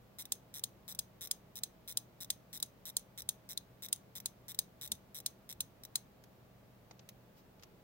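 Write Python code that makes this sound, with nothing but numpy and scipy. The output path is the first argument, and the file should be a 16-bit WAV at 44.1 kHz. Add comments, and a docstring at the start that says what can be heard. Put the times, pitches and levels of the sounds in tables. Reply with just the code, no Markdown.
"""Faint room air and mains hum are heard first, and almost at once a small wristwatch is wound by hand,
close to a stereo microphone. Each turn of the crown drags the pawl over a few ratchet teeth; then the
mainspring snaps the wheel back against it. Both impacts excite the resonant modes of the steel case.
Now and then the grip shifts with a soft thud. At the end the fingers turn the watch over: its strap
ticks and skin brushes the leather."""
import sys
import numpy as np
from scipy import signal
from scipy.fft import rfft, irfft, next_fast_len
from scipy.io import wavfile
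from scipy.ndimage import map_coordinates

SR = 44100
rng = np.random.default_rng(int(sys.argv[2]) if len(sys.argv) > 2 else 0)


def waveform_to_disk(signal):
    """Save audio, clipped to [-1, 1], as 16-bit WAV at the path in sys.argv[1]."""
    frames = np.transpose(np.atleast_2d(signal))
    scaled = np.clip(frames, -1, 1) * 32767
    samples = np.round(scaled).astype(np.int16)
    wavfile.write(sys.argv[1], SR, samples)


N = 345303

# Levels in the tables are relative; each source adds its own gain.
# spectrum of the room air: (frequency [Hz], level [dB])
AIR_SPECTRUM = [(15, -25.5), (30, -9.5), (58, -2), (82, -6), (125, -1), (210, -3), (300, -7.5), (620, -8),
                (800, -12.5), (1500, -19), (4000, -26.5), (9500, -35), (16000, -25.5)]
# likeness of the air in the two channels: (frequency [Hz], coherence [0 to 1])
AIR_COHERENCE = [(60, 0.85), (180, 0.8), (350, 0.67), (700, 0.23), (1600, 0.004), (5000, 0.015)]
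# partials of the hum: (frequency [Hz], level [dB])
HUM_PARTIALS = [(97, -77), (120, -66.5), (167, -75), (192, -69.5), (641, -78.5), (861, -83), (1147, -85)]
# turns of the crown: (start [s], travel [teeth], speed [teeth/s])
CROWN_TURNS = [(0.186, 8.12, 213), (0.541, 7.62, 153), (0.88, 8.2, 172), (1.21, 9.34, 178),
               (1.556, 4.98, 143), (1.877, 7.58, 178), (2.205, 6.35, 201), (2.53, 8.19, 170),
               (2.855, 7.98, 172), (3.177, 6.31, 195), (3.491, 6.73, 177), (3.823, 7.22, 167),
               (4.154, 6.21, 202), (4.483, 7.16, 187), (4.813, 8.42, 155), (5.146, 7.38, 159),
               (5.492, 4.52, 155), (5.836, 1.34, 182)]
# modes of the case: (frequency [Hz], T60 at damping 1 [s], level [dB])
CASE_MODES = [(2100, .025, -24), (2700, .025, -21), (3250, .035, -17), (3520, .032, -11), (3720, .028, -9),
              (3930, .03, -4), (4300, .03, -14), (5070, .033, -10.5), (5620, .03, -12), (5920, .033, -12),
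              (6420, .04, -7), (6620, .036, -7), (7300, .028, -10), (7660, .028, -6), (8150, .028, -8),
              (8750, .026, -9), (9400, .028, -6), (9800, .028, -5), (10050, .028, -7), (10550, .028, -11),
              (11500, .028, -13), (12300, .025, -14), (12820, .036, -10), (13100, .034, -9.5),
              (13800, .025, -12), (14400, .028, -11.5), (15100, .028, -9), (15650, .03, -9.5)]
# spectrum of steel striking or sliding on steel: (frequency [Hz], level [dB])
CRACK_SPECTRUM = [(300, -25), (1400, -21), (2600, -15), (3200, -10), (3900, 0), (4500, -9), (5200, -3),
                  (7000, -2), (10000, 0), (11500, -7), (15500, -4)]
# colour of the tooth ticks: (frequency [Hz], gain [dB])
TOOTH_COLOUR = [(1000, -1.5), (2000, 3), (2800, -8.5), (3800, -1.5), (4600, -15.5), (5600, 2),
                (6500, -10.5), (8200, -6), (9500, -9), (11500, 0.5), (15500, -1)]
# the pawl locks after each turn: (time [s], level [dB])
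PAWL_SNAPS = [(0.3206, -17), (0.6376, -20), (0.9894, -18.5), (1.3112, -16.5), (1.6343, -19.5),
              (1.9719, -18), (2.3026, -16.5), (2.6261, -18.5), (2.9671, -16.5), (3.2894, -17.5),
              (3.5746, -25), (3.9272, -16.5), (4.2578, -20), (4.589, -16), (4.9175, -18), (5.2611, -17.5),
              (5.605, -19), (5.9557, -16.5)]
# spectrum of the springs' many faint tones: (frequency [Hz], level [dB])
SPRING_SPECTRUM = [(2600, -19), (3500, -8), (4600, -21), (6100, -3), (6450, 1.5), (6900, -19.5),
                   (8000, -12.5), (9800, -9), (11000, -23), (12500, -13), (13000, -7), (13600, -15)]
# level difference between the microphone's ports: (frequency [Hz], left minus right [dB])
PORT_BALANCE = [(1000, 0.5), (2100, -10.5), (3200, 7), (3800, 2), (4300, 15.5), (5030, 15), (5800, -8),
                (6500, 6), (7400, -9.5), (9300, -5.5), (10000, -6), (10800, 6.5), (13000, -1),
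                (15000, 10.5)]
# phase difference between the ports: (frequency [Hz], left lead [rad])
PORT_PHASE = [(300, 0), (2100, 1.1), (3400, 2.1), (3900, 2.3), (5700, 3.5), (6500, 4.3), (7400, 5.2),
              (9400, 7.3), (10500, 7.5), (12900, 7.3), (15000, 8.4)]
# reverberation time of the room: (frequency [Hz], T60 [s])
ROOM_DECAY = [(300, 0.39), (3500, 0.18), (8000, 0.12), (15000, 0.2)]
# shifts of the grip: (time [s], length [s], level [dB], pitch [Hz])
GRIP_SHIFTS = [(3.22, .11, -64.5, 75), (4.92, .05, -58, 210), (4.94, .08, -63.5, 75), (5.6, .12, -62.5, 72)]
# knocks on the case: (time [s], level [dB], low-band gain [dB], hardness [0 leather to 1 steel])
STRAP_TOUCHES = [(6.2384, -46.5, -15, 1), (6.9102, -39, 9.5, 0.38), (6.993, -44, -24, .05),
                 (7.0896, -36, -20, 1), (7.596, -52, -5, .3), (7.6245, -46.5, -10, 0.55),
                 (7.6335, -39, -4, 0.74)]
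# spectrum of a leather tick: (frequency [Hz], level [dB])
LEATHER_SPECTRUM = [(200, 5), (1500, 10), (3500, 8.5), (6500, 9.5), (9000, -16), (16000, -14.5)]
# skin slides over the strap: (time [s], length [s], level [dB])
SKIN_RUBS = [(7.385, .05, -64.5)]
# spectrum of that friction: (frequency [Hz], level [dB])
SKIN_SPECTRUM = [(300, -4), (2000, 2), (5500, 5), (9500, -9), (14000, 6)]


def amp(db):
    """Decibels to amplitude ratio."""
    return 10 ** (np.asarray(db) / 20)


def unit(x):
    """Normalisation to rms 1."""
    return x / np.sqrt(np.mean(x ** 2) + 1e-20)


def along(points, hz):
    """Interpolation of a curve on a logarithmic frequency axis."""
    knots, values = np.transpose(points)
    return np.interp(np.log(hz + 1), np.log(knots + 1), values)


def filtered(x, response):
    """Linear filtering: the spectrum is multiplied by a frequency response."""
    n = x.shape[-1]
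    padded = next_fast_len(n + 4096)
    return irfft(rfft(x, padded) * response(np.fft.rfftfreq(padded, 1 / SR)), padded)[..., :n]


def coloured(x, points):
    """Zero-phase filtering by a curve of (frequency [Hz], gain [dB])."""
    return filtered(x, lambda hz: amp(along(points, hz)))


def noise(spectrum, size):
    """Two incoherent noises of rms 1 with a given spectrum."""
    return unit(coloured(rng.standard_normal((2, size)), spectrum))


def wobble(rate):
    """Smooth random modulation: a spline through rate knots a second."""
    return map_coordinates(rng.standard_normal(int(N * rate / SR) + 4), [np.arange(N) * rate / SR])


def swells(rows, spectrum):
    """Amplitude modulation of noise by Gaussian envelopes."""
    t = np.arange(N) / SR
    envelope = sum(amp(db) * np.exp(-(2 * (t - s) / length) ** 2) for s, length, db in rows)
    return envelope * noise(spectrum, N)


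def add(track, start_s, sound):
    """Superposition of a sound on the track."""
    i = round(start_s * SR)
    track[:, i:i + sound.shape[1]] += sound[:, :N - i]


def room_air(level_db=-62.5):
    """Diffuse-field coherence: long waves reach both ports alike, so the bass is nearly mono."""
    def mid_side_gains(hz):
        angle = np.arccos(np.clip(along(AIR_COHERENCE, hz), -1, 1)) / 2
        return np.array([np.cos(angle), np.sin(angle)])
    mid, side = filtered(noise(AIR_SPECTRUM, N), mid_side_gains)
    return amp(level_db) * unit(np.array([mid + side, mid - side]))


def mains_hum(gain_db=-1, waver_db=2, drift_s=.00039):
    """An appliance hums in partials that waver by slow amplitude and phase modulation."""
    t = np.arange(N) / SR
    hum = np.zeros(N)
    for hz, db in HUM_PARTIALS:
        amplitude = amp(db + gain_db + waver_db * wobble(6.6))
        hum += amplitude * np.sin(2 * np.pi * hz * (t + drift_s * wobble(14)))
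    return hum


def steel_contact(damping, scatter_db, crack_db, crack_t60, rattle_db, rattle_t60, push_db=-6.5):
    """Impact excitation: a push and a crack, then damped case modes that loose wheels keep stirring."""
    t = np.arange(SR // 16) / SR
    hz, t60, db = np.transpose(CASE_MODES)
    strength = amp(db + scatter_db * rng.standard_normal(len(hz)))
    pitch = hz * (1 + .005 * rng.standard_normal(len(hz)))  # the grip loads the case anew each time
    phase = 2 * np.pi * np.outer(pitch, t) + 1.05 * rng.standard_normal((len(hz), 1))
    decay = amp(-60 * damping * np.outer(1 / t60, t))
    ring = strength @ (np.cos(phase) * decay)
    # so small a body radiates little bass
    ring = signal.sosfilt(signal.butter(3, 2400, "high", fs=SR, output="sos"), ring)
    chatter = amp(rattle_db - 60 * t / rattle_t60) * rng.standard_normal((2, len(t)))
    rattle = signal.fftconvolve(chatter, ring[None] / np.linalg.norm(ring), axes=1)[:, :len(t)]
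    burst = amp(crack_db - 60 * t / crack_t60) * rng.standard_normal(len(t))
    crack = coloured(burst, CRACK_SPECTRUM)
    push_s = .00026
    push = amp(push_db) * (1 - t / push_s) * np.exp(-t / push_s)
    return push + crack + ring + rattle


def ratchet(gain_db=-42, uneven_db=.4, stall_teeth=.8):
    """An impact train: the pawl drops off each tooth, ever later as the finger ends its travel."""
    out = np.zeros((2, N))
    for start, travel, speed in CROWN_TURNS:
        teeth = np.arange(np.ceil(travel))
        # with stall_teeth left to go, the finger lags by about one tooth
        lag = stall_teeth * (1 / (travel - teeth) - 1 / travel)
        for s in start + (teeth + lag) / speed:
            tick = steel_contact(damping=1.4, scatter_db=1.5, crack_db=2.5, crack_t60=.008,
                                 rattle_db=-4, rattle_t60=.024)
            add(out, s, amp(gain_db + uneven_db * rng.standard_normal()) * tick)
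    return coloured(out, TOOTH_COLOUR)


def mainspring_snaps(gain_db=-10.5, slide_db=-6, bounce_db=-31, spring_db=-36, spring_t60=.19):
    """Elastic recoil: the wheel slides back, locks on the pawl and rebounds; the springs ring on."""
    firm_db, dulling = -16, .8  # snaps softer than firm_db are duller: more of their ring is low
    out = np.zeros((2, N))
    until_lock = np.arange(SR // 200, 0, -1) / SR
    t = np.arange(SR // 4) / SR
    for s, db in PAWL_SNAPS:
        lock_s = s + .0012
        slide = amp(slide_db - 60 * until_lock / .0072) * noise(CRACK_SPECTRUM, len(until_lock))
        lock = steel_contact(damping=1.45, scatter_db=1, crack_db=7, crack_t60=.006,
                             rattle_db=-7.5, rattle_t60=.027, push_db=-7)
        low_db, high_db = rng.normal(-1, 1.15, 2)
        low_db += dulling * (firm_db - db)
        tilt = [(500, 0), (1000, -2), (2300, -2), (3300, low_db), (4200, low_db),
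                (5000, 0), (10000, 0), (12000, high_db)]
        snap = coloured(np.hstack([slide, lock]), tilt)
        add(out, lock_s - until_lock[0], amp(db + gain_db) * snap)
        bounce_s = lock_s + rng.uniform(.008, .036)
        add(out, bounce_s, amp(db + gain_db + bounce_db + 2 * rng.standard_normal()) * lock)
        springs = amp(db + spring_db - 60 * t / spring_t60) * noise(SPRING_SPECTRUM, len(t))
        add(out, lock_s, springs)
    return out


def port_response(hz):
    """Interchannel level and phase differences, split equally between the microphone's two ports."""
    side = np.array([[.5], [-.5]])
    return amp(side * along(PORT_BALANCE, hz)) * np.exp(1j * side * along(PORT_PHASE, hz))


def reverberation(x, wet_db=-23, echo_db=-33, echo_s=.0073):
    """Reflection: one wall echo and a diffuse tail that decays at its own rate in each band."""
    hz, t, bands = signal.stft(rng.standard_normal((2, SR // 3)), SR, nperseg=256)
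    decay = amp(-60 * t / along(ROOM_DECAY, hz)[:, None])
    tail = signal.istft(bands * decay, SR, nperseg=256)[1]
    tail *= amp(wet_db) / np.linalg.norm(tail[0])
    response = np.pad(tail, ((0, 0), (SR // 200, 0)))  # the tail starts 5 ms late
    response[:, round(echo_s * SR)] += amp(echo_db)
    return signal.fftconvolve(x, response, axes=1)[:, :N]


def grip_thuds():
    """Heavy damping: soft flesh turns each thud into a dull noise band around its pitch."""
    out = np.zeros(N)
    for s, length, db, hz in GRIP_SHIFTS:
        band = [(hz / 3, -30), (hz, 0), (hz * 2, -25), (hz * 4, -60)]
        out += swells([(s, length, db)], band)[0]
    return out


def strap_ticks(gain_db=-7, rise_s=.00043, t60=.031):
    """Contact stiffness: harder knocks of strap, buckle or finger are brighter and ring the case more."""
    soft_treble_db, soft_ring_db, steel_boost_db = -4.5, -46.5, 25.5
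    out = np.zeros((2, N))
    t = np.arange(SR // 10) / SR
    for s, db, body_db, hardness in STRAP_TOUCHES:
        boost_db = steel_boost_db * hardness
        tilt = [(800, body_db), (1800, 0), (7000, 0), (11000, soft_treble_db + boost_db)]
        tick = unit(coloured(noise(LEATHER_SPECTRUM, len(t)), tilt))
        envelope = amp(db + gain_db - 60 * t / t60) * (1 - np.exp(-t / rise_s))
        add(out, s, envelope * tick)
        ring = steel_contact(damping=.8, scatter_db=2, crack_db=3, crack_t60=.003,
                             rattle_db=-6, rattle_t60=.015)
        add(out, s, amp(db + soft_ring_db + boost_db) * ring)
    return out


def skin_rub():
    """Sliding friction: skin on leather gives a brief swell of broadband noise."""
    return swells(SKIN_RUBS, SKIN_SPECTRUM)


def scene():
    """Superposition of the watch's direct sound, its reflections, the thuds and the background."""
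    winding = filtered(ratchet() + mainspring_snaps(), port_response)
    direct = winding + strap_ticks() + skin_rub()
    return direct + reverberation(direct) + grip_thuds() + room_air() + mains_hum()


def record(dry, cutoff_hz=15950):
    """Band limiting: a steep low-pass removes the highest treble."""
    return filtered(dry, lambda hz: 1 / np.sqrt(1 + (hz / cutoff_hz) ** 160))


dry = scene()
out = record(dry)
waveform_to_disk(out)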